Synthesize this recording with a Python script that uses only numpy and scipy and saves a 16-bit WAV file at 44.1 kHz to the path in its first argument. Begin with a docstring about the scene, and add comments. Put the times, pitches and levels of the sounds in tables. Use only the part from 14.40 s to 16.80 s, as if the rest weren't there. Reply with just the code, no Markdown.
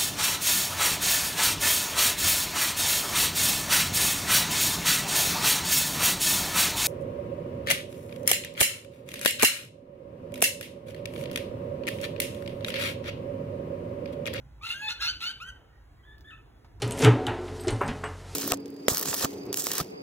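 """A garden by a house: a parrot gives harsh, mostly rising squawks close by, then two soft whines.
One side of its syrinx sings a bright harmonic tone that breaks into rasp; the other adds a lower note.
Filtered noise bursts make small ticks and one knock; arched sines whistle as far birds.
Shaped noise lays a low outdoor rumble; deck, house wall and plants answer the sounds by convolution."""
import sys
import numpy as np
from scipy import signal
from scipy.fft import rfft, irfft
from scipy.io import wavfile
from scipy.ndimage import uniform_filter1d

SR = 44100
rng = np.random.default_rng(int(sys.argv[2]) if len(sys.argv) > 2 else 0)


def to_wav(sig):
    """Store sig (one row per channel, or 1-D mono) as 16-bit WAV at the path in sys.argv[1].

    Samples outside -1..1 are clipped; the rate is SR.
    """
    pcm = np.clip(np.atleast_2d(sig), -1, 1) * 32767
    pcm = np.round(pcm).astype(np.int16)
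    wavfile.write(sys.argv[1], SR, pcm.T)  # frames by channels


N = 105840  # samples: 2.4 s


def amp(db):
    """Decibels to gain."""
    return 10 ** (np.asarray(db) / 20)


def unit(x):
    """Scales to rms 1."""
    return x / np.sqrt(np.mean(x ** 2) + 1e-20)


def read(points, hz):
    """Reads a table on a log-frequency axis."""
    table_hz, value = np.transpose(points)
    return np.interp(np.log(hz + 1), np.log(table_hz + 1), value)


def add(mix, start_s, sound):
    """Mixes a sound in at its start time, cut off at the end of the mix."""
    part = mix[max(round(start_s * SR), 0):][:len(sound)]
    part += sound[:len(part)]


def colour(x, points):
    """Filters by a (freq_hz, gain_db) table, then scales to rms 1."""
    gain = amp(read(points, np.fft.rfftfreq(len(x), 1 / SR)))
    return unit(irfft(rfft(x) * gain, len(x)))


def wobble(rate_hz):
    """Smooth random drift: noise with a Gaussian roll-off at the rate, rms 1."""
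    hz = np.fft.rfftfreq(N, 1 / SR)
    return unit(irfft(rfft(rng.standard_normal(N)) * np.exp(-(hz / rate_hz) ** 2), N))


def follow(rows):
    """The samples that a gesture spans, a short fade at its ends, and its interpolated controls."""
    time_s, *columns = np.transpose(rows)
    at = np.arange(int(time_s[0] * SR), int(time_s[-1] * SR))
    fade = np.clip(np.minimum(at - at[0], at[-1] - at) / 130, 0, 1)  # 130 samples, about 3 ms
    return at, fade, [np.interp(at / SR, time_s, column) for column in columns]


def stack(turns, gains):
    """Harmonics of a running phase in cycles, one gain per row, balanced to a nominal rms of 1."""
    k = np.arange(len(gains))[:, None] + 1
    waves = (gains * np.cos(2 * np.pi * k * turns)).sum(0)
    return np.sqrt(2) * waves / np.linalg.norm(gains, axis=0)


# outdoor background spectrum, relative: freq_hz, density_db (per Hz)
AIR_COLOUR = [(30, -36), (55, 6.5), (72, -5.5), (95, -3.5), (135, -6.5), (170, -18), (410, -18.5),
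              (600, -24), (1400, -27), (2500, -36), (4000, -42), (7000, -48), (15500, -49.5)]
# left-right likeness of the air: freq_hz, likeness (1 = identical)
AIR_LIKENESS = [(60, 0.98), (130, 0.95), (290, 0.74), (640, 0.078), (4500, 1)]
AIR_DB, AIR_PATCH_DB = -53, 2.5  # overall level; rms drift of the patches


def air():
    """Low rumble and faint hiss: random spectra whose level drifts in patches of time and pitch."""
    size = 4096
    hz = np.fft.rfftfreq(size, 1 / SR)
    a, b, c, d, patches = rng.standard_normal((N // 1024 + 5, len(hz), 5)).T
    patches = uniform_filter1d(patches, size=14, axis=0)  # smooth over frequency
    patches = unit(uniform_filter1d(patches, size=7, axis=1))  # then over time
    same = np.clip(read(AIR_LIKENESS, hz), -1, 1)[:, None]
    left = a + 1j * b
    right = same * left + np.sqrt(1 - same ** 2) * (c + 1j * d)
    level = amp(read(AIR_COLOUR, hz)[:, None] + AIR_PATCH_DB * patches)
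    noise = signal.istft(np.array([left, right]) * level, nperseg=size, noverlap=size - size // 4)[1]
    return amp(AIR_DB) * unit(noise[:, :N])


# far birds: start_s, length_s, pitch_hz (at the top of the arch), peak_db
FAR_WHISTLES = [(1.029, 0.086, 1940, -60), (1.29, 0.12, 1886, -69), (1.557, 0.097, 1945, -68.5)]


def far_birds():
    """Faint sine whistles, slightly arched: pitch and level swell and sink together."""
    out = np.zeros(N)
    for start_s, length_s, pitch_hz, peak_db in FAR_WHISTLES:
        arch = np.sin(np.pi * np.arange(0, 1, 1 / (length_s * SR)))
        bend = 0.03 * (arch - 1) + 0.015 * wobble(150)[:len(arch)]
        turns = np.cumsum(pitch_hz * (1 + bend)) / SR
        add(out, start_s, amp(peak_db) * arch * np.sin(2 * np.pi * turns))
    return out


def tap(onset_db, decay_s, points):
    """A short burst of coloured noise that dies away exponentially at once."""
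    decay = np.exp(-np.arange(N) / SR / decay_s)
    return amp(onset_db) * decay * colour(rng.standard_normal(N), points)


# dry ticks of beak or claw: start_s, onset_db
TICK_HITS = [(1.782, -51), (1.809, -53), (1.907, -60)]
# bright colour of a tick: freq_hz, gain_db
TICK_TINT = [(500, -33), (2500, -9), (4500, 2), (8000, -20), (15000, -9)]
# dull colour of the knock: freq_hz, gain_db
KNOCK_TINT = [(100, -20), (380, -9), (1050, 7.5), (1600, -5), (4500, -13), (12000, -33)]
TICK_DECAY_S = 0.001
KNOCK_START_S, KNOCK_ONSET_DB, KNOCK_DECAY_S = 2.246, -53, 0.0097


def taps():
    """Small ticks and one dull knock, each a fast-decaying noise burst."""
    out = np.zeros(N)
    for start_s, onset_db in TICK_HITS:
        add(out, start_s, tap(onset_db, TICK_DECAY_S, TICK_TINT))
    add(out, KNOCK_START_S, tap(KNOCK_ONSET_DB, KNOCK_DECAY_S, KNOCK_TINT))
    return out


# unsteadiness of the voices: rates of pitch jitter and of level shimmer
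JITTER_HZ, SHIMMER_HZ = 420, 160
# soft whines, one list per gesture: time_s, pitch_hz, level_db
WHINE_GESTURES = [
    [(1.632, 1554, -68), (1.66, 1731, -63), (1.70, 1720, -57), (1.757, 1774, -65.5)],
    [(1.843, 1682, -56.5), (1.862, 1743, -57.5), (1.897, 1763, -51.5), (1.945, 1800, -64)],
    [(1.905, 1529, -45), (1.918, 1281, -55), (1.96, 1341, -61)],
]
# throat colour of the whines: freq_hz, gain_db
WHINE_TINT = [(1250, 0), (1750, 5), (2650, 3.5), (3550, -1), (4200, -26.5)]
WHINE_JITTER, WHINE_BREAK_JITTER, WHINE_SHIMMER = 0.015, 0.022, 0.31  # rms shares
WHINE_BREAK_HZ = 1600  # below this pitch the voice turns rougher


def whines():
    """Two quiet, wavering notes; under the end of the second, the other voice falls away roughly."""
    out, k = np.zeros(N), np.arange(1, 8)[:, None]
    for rows in WHINE_GESTURES:
        at, fade, (pitch_hz, level_db) = follow(rows)
        depth = np.where(pitch_hz < WHINE_BREAK_HZ, WHINE_BREAK_JITTER, WHINE_JITTER)
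        turns = np.cumsum(pitch_hz * (1 + depth * wobble(JITTER_HZ)[at])) / SR
        tone = stack(turns, amp(read(WHINE_TINT, k * pitch_hz)))
        shimmer = 1 + WHINE_SHIMMER * wobble(SHIMMER_HZ)[at]
        out[at] += fade * amp(level_db) * shimmer * tone
    return out


# held note of the lower voice: time_s, pitch_hz, level_db
LOW_GESTURE = [(.412, 852, -49), (.43, 862.6, -40), (.48, 853, -36), (.492, 870, -42.5), (.505, 900, -50)]
# its harmonics from the first up, odd ones leading: gain_db
LOW_HARMONICS = [-4, -13, 2, -41, -4.5, -20]


def low_voice():
    """The other side of the syrinx: a steadier, hollow note of mostly odd harmonics."""
    out = np.zeros(N)
    at, fade, (pitch_hz, level_db) = follow(LOW_GESTURE)
    turns = np.cumsum(pitch_hz * (1 + 0.0057 * wobble(180)[at])) / SR
    out[at] = fade * amp(level_db) * stack(turns, amp(LOW_HARMONICS)[:, None])
    return out


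# sung notes, one list each: time_s, pitch_hz, tone_db, rasp_db, throat_boost_db
SQUAWK_NOTES = [
    [(.211, 1148, -49, -81, 12), (.226, 1245, -49.5, -47.5, 10), (.252, 1367, -36, -42, 5),
     (.272, 1365, -47, -38, 8.5), (.315, 1401, -36, -36, 20), (.36, 1452, -51, -49.5, -1)],
    [(.342, 1545, -40, -72, -21), (.365, 1593, -43, -76, -3), (.435, 1701, -41, -50, -9),
     (.474, 1739, -44, -45.5, -8), (.485, 1768, -28.5, -55, 39), (.496, 1810, -39, -57, 17)],
    [(.484, 1353, -50, -38, 4), (.5, 1360, -43.5, -35.5, 2), (.517, 1447, -33.5, -35.5, 42),
     (.537, 1437, -45.5, -55, 13)],
    [(.586, 1505, -57, -89, -11), (.606, 1624, -39, -48, -1), (.665, 1693, -45.5, -73, -10)],
    [(.603, 1285, -48, -41.5, 39), (.622, 1350, -32, -34.5, 24.5), (.671, 1420, -32.5, -33, 33),
     (.686, 1477, -28.5, -45, 32), (.7, 1543, -27.5, -50, 36), (.716, 1494, -45, -47, 20)],
    [(.802, 1223, -66, -45, 24), (.814, 1302, -45, -39, 24), (.836, 1387, -33, -39.5, 7.5),
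     (.855, 1433, -36, -38, 25.5), (.882, 1515, -32.5, -41.5, 42), (.903, 1562, -37, -50, 8),
     (.922, 1555, -49, -46, 4)],
    [(1.0, 1173, -44, -62.5, 13), (1.01, 1288, -44, -50, 16.5), (1.025, 1400, -38, -74, -5.5),
     (1.045, 1492, -50.5, -71, 8), (1.088, 1574, -42, -69, -1.5), (1.108, 1471, -45, -70, 8)],
]
# centre of the throat resonance in each note: freq_hz
THROAT_CENTRES = [2790, 3500, 4420, 3420, 4510, 4000, 2570]
# throat colour of the clear tone, before the boost: freq_hz, gain_db
TONE_TINT = [(1100, 11), (1500, 0.5), (3000, -3.5), (4700, -20.5), (5400, -14.5), (7300, -19.5),
             (8300, -24.5), (12000, -25.5), (15500, -40)]
# throat colour of the rasp: freq_hz, gain_db
RASP_TINT = [(400, -43.5), (880, -4.5), (1050, -12), (1450, -11.5), (1950, -5.5), (2700, 4), (3150, -4),
             (3600, 3.5), (4400, -1), (5200, -9.5), (7200, -17), (8300, -16.5), (11000, -19), (15500, -26)]
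THROAT_OCTAVES = .52  # half-width of the resonance, where its boost in dB falls to 1/e
JITTER_CLEAN, JITTER_ROUGH, SHIMMER = .004, .019, .09  # rms shares; rough jitter grows with the rasp
RAGGED_HZ = 7000  # above this, the harmonics of the tone are all flutter
FLUTTER_HZ = 210  # spreads each harmonic of the rasp into a rough band
SMEAR = 0.0562  # rms share of extra pitch scatter in the rasp
HALF_LINES = 0.54  # share of period doubling in the rasp
PUFF_SHARE, PUFF_CYCLES = .55, 0.9  # share of air puffs; decay of each, in cycles
LOW_SIDE_HZ, LOW_SIDE_SHARE, LOW_SIDE_SCATTER = 899.4, 0.17, 0.0325  # lower voice rattling along
GRAIN, GRAIN_HZ = .3, 330  # rms share and rate of the rasp's level grain


def squawks():
    """A harmonic tone that breaks into rasp: fluttering harmonics, lower voice, half lines, air puffs."""
    out, k = np.zeros(N), np.arange(1, 13)[:, None]
    for rows, throat_hz in zip(SQUAWK_NOTES, THROAT_CENTRES):
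        at, fade, (pitch_hz, tone_db, rasp_db, boost_db) = follow(rows)
        throat = np.exp(-(np.log2(k * pitch_hz / throat_hz) / THROAT_OCTAVES) ** 2)
        rough = 1 / (1 + amp(tone_db - rasp_db) ** 2)  # the rasp's share of the power
        jitter = (JITTER_CLEAN + JITTER_ROUGH * rough) * wobble(JITTER_HZ)[at]
        turns = np.cumsum(pitch_hz * (1 + jitter)) / SR

        # each harmonic reads its own stretch of one wobble; the higher it is, the more it breaks up
        flutter = wobble(FLUTTER_HZ)[(at + k * len(at)) % N]
        ragged = np.minimum(k * pitch_hz / RAGGED_HZ, 1) ** 2
        broken = np.sqrt(1 - ragged ** 2) + ragged * flutter
        tone = stack(turns, broken * amp(read(TONE_TINT, k * pitch_hz) + boost_db * throat))

        smeared = turns + np.cumsum(pitch_hz * SMEAR * wobble(1000)[at]) / SR
        pulses = unit((flutter * np.cos(2 * np.pi * k * smeared)).sum(0))
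        low_turns = np.cumsum(LOW_SIDE_HZ * (1 + LOW_SIDE_SCATTER * wobble(JITTER_HZ)[at])) / SR
        low = stack(low_turns, np.ones(k.shape))
        halves = unit(np.cos(2 * np.pi * (k + .5) * turns).sum(0))
        puffs = unit(np.exp(-(turns % 1) / PUFF_CYCLES) * rng.standard_normal(N)[at])
        drive = pulses + LOW_SIDE_SHARE * low + HALF_LINES * halves + PUFF_SHARE * puffs
        rasp = colour(drive * (1 + GRAIN * wobble(GRAIN_HZ)[at]), RASP_TINT)

        shimmer = 1 + SHIMMER * wobble(SHIMMER_HZ)[at]
        out[at] += fade * shimmer * (amp(tone_db) * tone + amp(rasp_db) * rasp)
    return out


# time for the tail to fall by 60 dB: freq_hz, decay_s
TAIL_DECAY = [(1400, 0.45), (2900, 0.54), (4500, 0.4), (15000, 0.49)]
TAIL_DB, EARLY_DB, EARLY_DECAY_S = -11.5, -5.5, 0.013
WALL_DELAY_S, WALL_DB, WALL_TREBLE_HZ = .07, -12.5, 4500
ECHO_APART = .35  # share of the echo that differs, with opposite sign, between left and right


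def garden(x):
    """Quick reflections from the deck, one echo from the house wall, and a short tail from the plants."""
    hz, t, z = signal.stft(rng.standard_normal((2, SR)), SR, nperseg=256)
    decay = amp(-60 * t / read(TAIL_DECAY, hz)[:, None])
    tail = signal.istft(z * decay, SR, nperseg=256)[1]
    t = np.arange(tail.shape[1]) / SR
    tail = tail * np.minimum(t / 0.004, 1)  # 4 ms rise
    early = rng.standard_normal(tail.shape) * np.exp(-t / EARLY_DECAY_S) * (t > .002)
    tail = amp(TAIL_DB) * tail / np.linalg.norm(tail[0])
    early = amp(EARLY_DB) * early / np.linalg.norm(early[0])
    shared, apart = tail + early
    add(shared, WALL_DELAY_S, amp(WALL_DB) * signal.firwin(15, WALL_TREBLE_HZ, fs=SR))
    both = np.array([shared + ECHO_APART * apart, shared - ECHO_APART * apart])
    return signal.fftconvolve(x[None], both, axes=1)[:, :N]


WHINE_ECHO, FAR_ECHO = 1.75, 2  # gains into the garden echo


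def scene():
    """The parrot and small sounds, their echo, and the air."""
    near, soft, far = squawks() + low_voice() + taps(), whines(), far_birds()
    echo = garden(near + WHINE_ECHO * soft + FAR_ECHO * far)
    return near + soft + far + echo + air()


# phase by which the left port leads the right: freq_hz, lead_rad
PORT_LEAD = [(0, 0), (400, .15), (900, .8), (1400, .15), (2600, 1.9), (3500, 1.1), (4500, 2.9), (5100, 3.4),
             (7000, 6.4), (8400, 9.0), (9500, 9.8), (11000, 12.6), (12700, 15.4), (13800, 16), (15500, 19)]
# level of the left port over the right: freq_hz, difference_db
PORT_LEVEL = [(60, -0.5), (250, -3), (900, -1.5), (2700, 0.5), (5000, 0)]
EDGE_HZ = 15850  # upper band limit


def record(dry):
    """Two microphone ports that differ in phase and level, half the difference each; then the band limit."""
    hz = np.fft.rfftfreq(N, 1 / SR)
    lead = amp(read(PORT_LEVEL, hz) / 2) * np.exp(.5j * read(PORT_LEAD, hz))
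    ports = irfft(rfft(dry) * np.array([lead, 1 / lead]), N)
    lowpass = signal.firwin(511, EDGE_HZ, window=("kaiser", 9), fs=SR)
    return signal.oaconvolve(ports, lowpass[None], "same")


dry = scene()
out = record(dry)
to_wav(out)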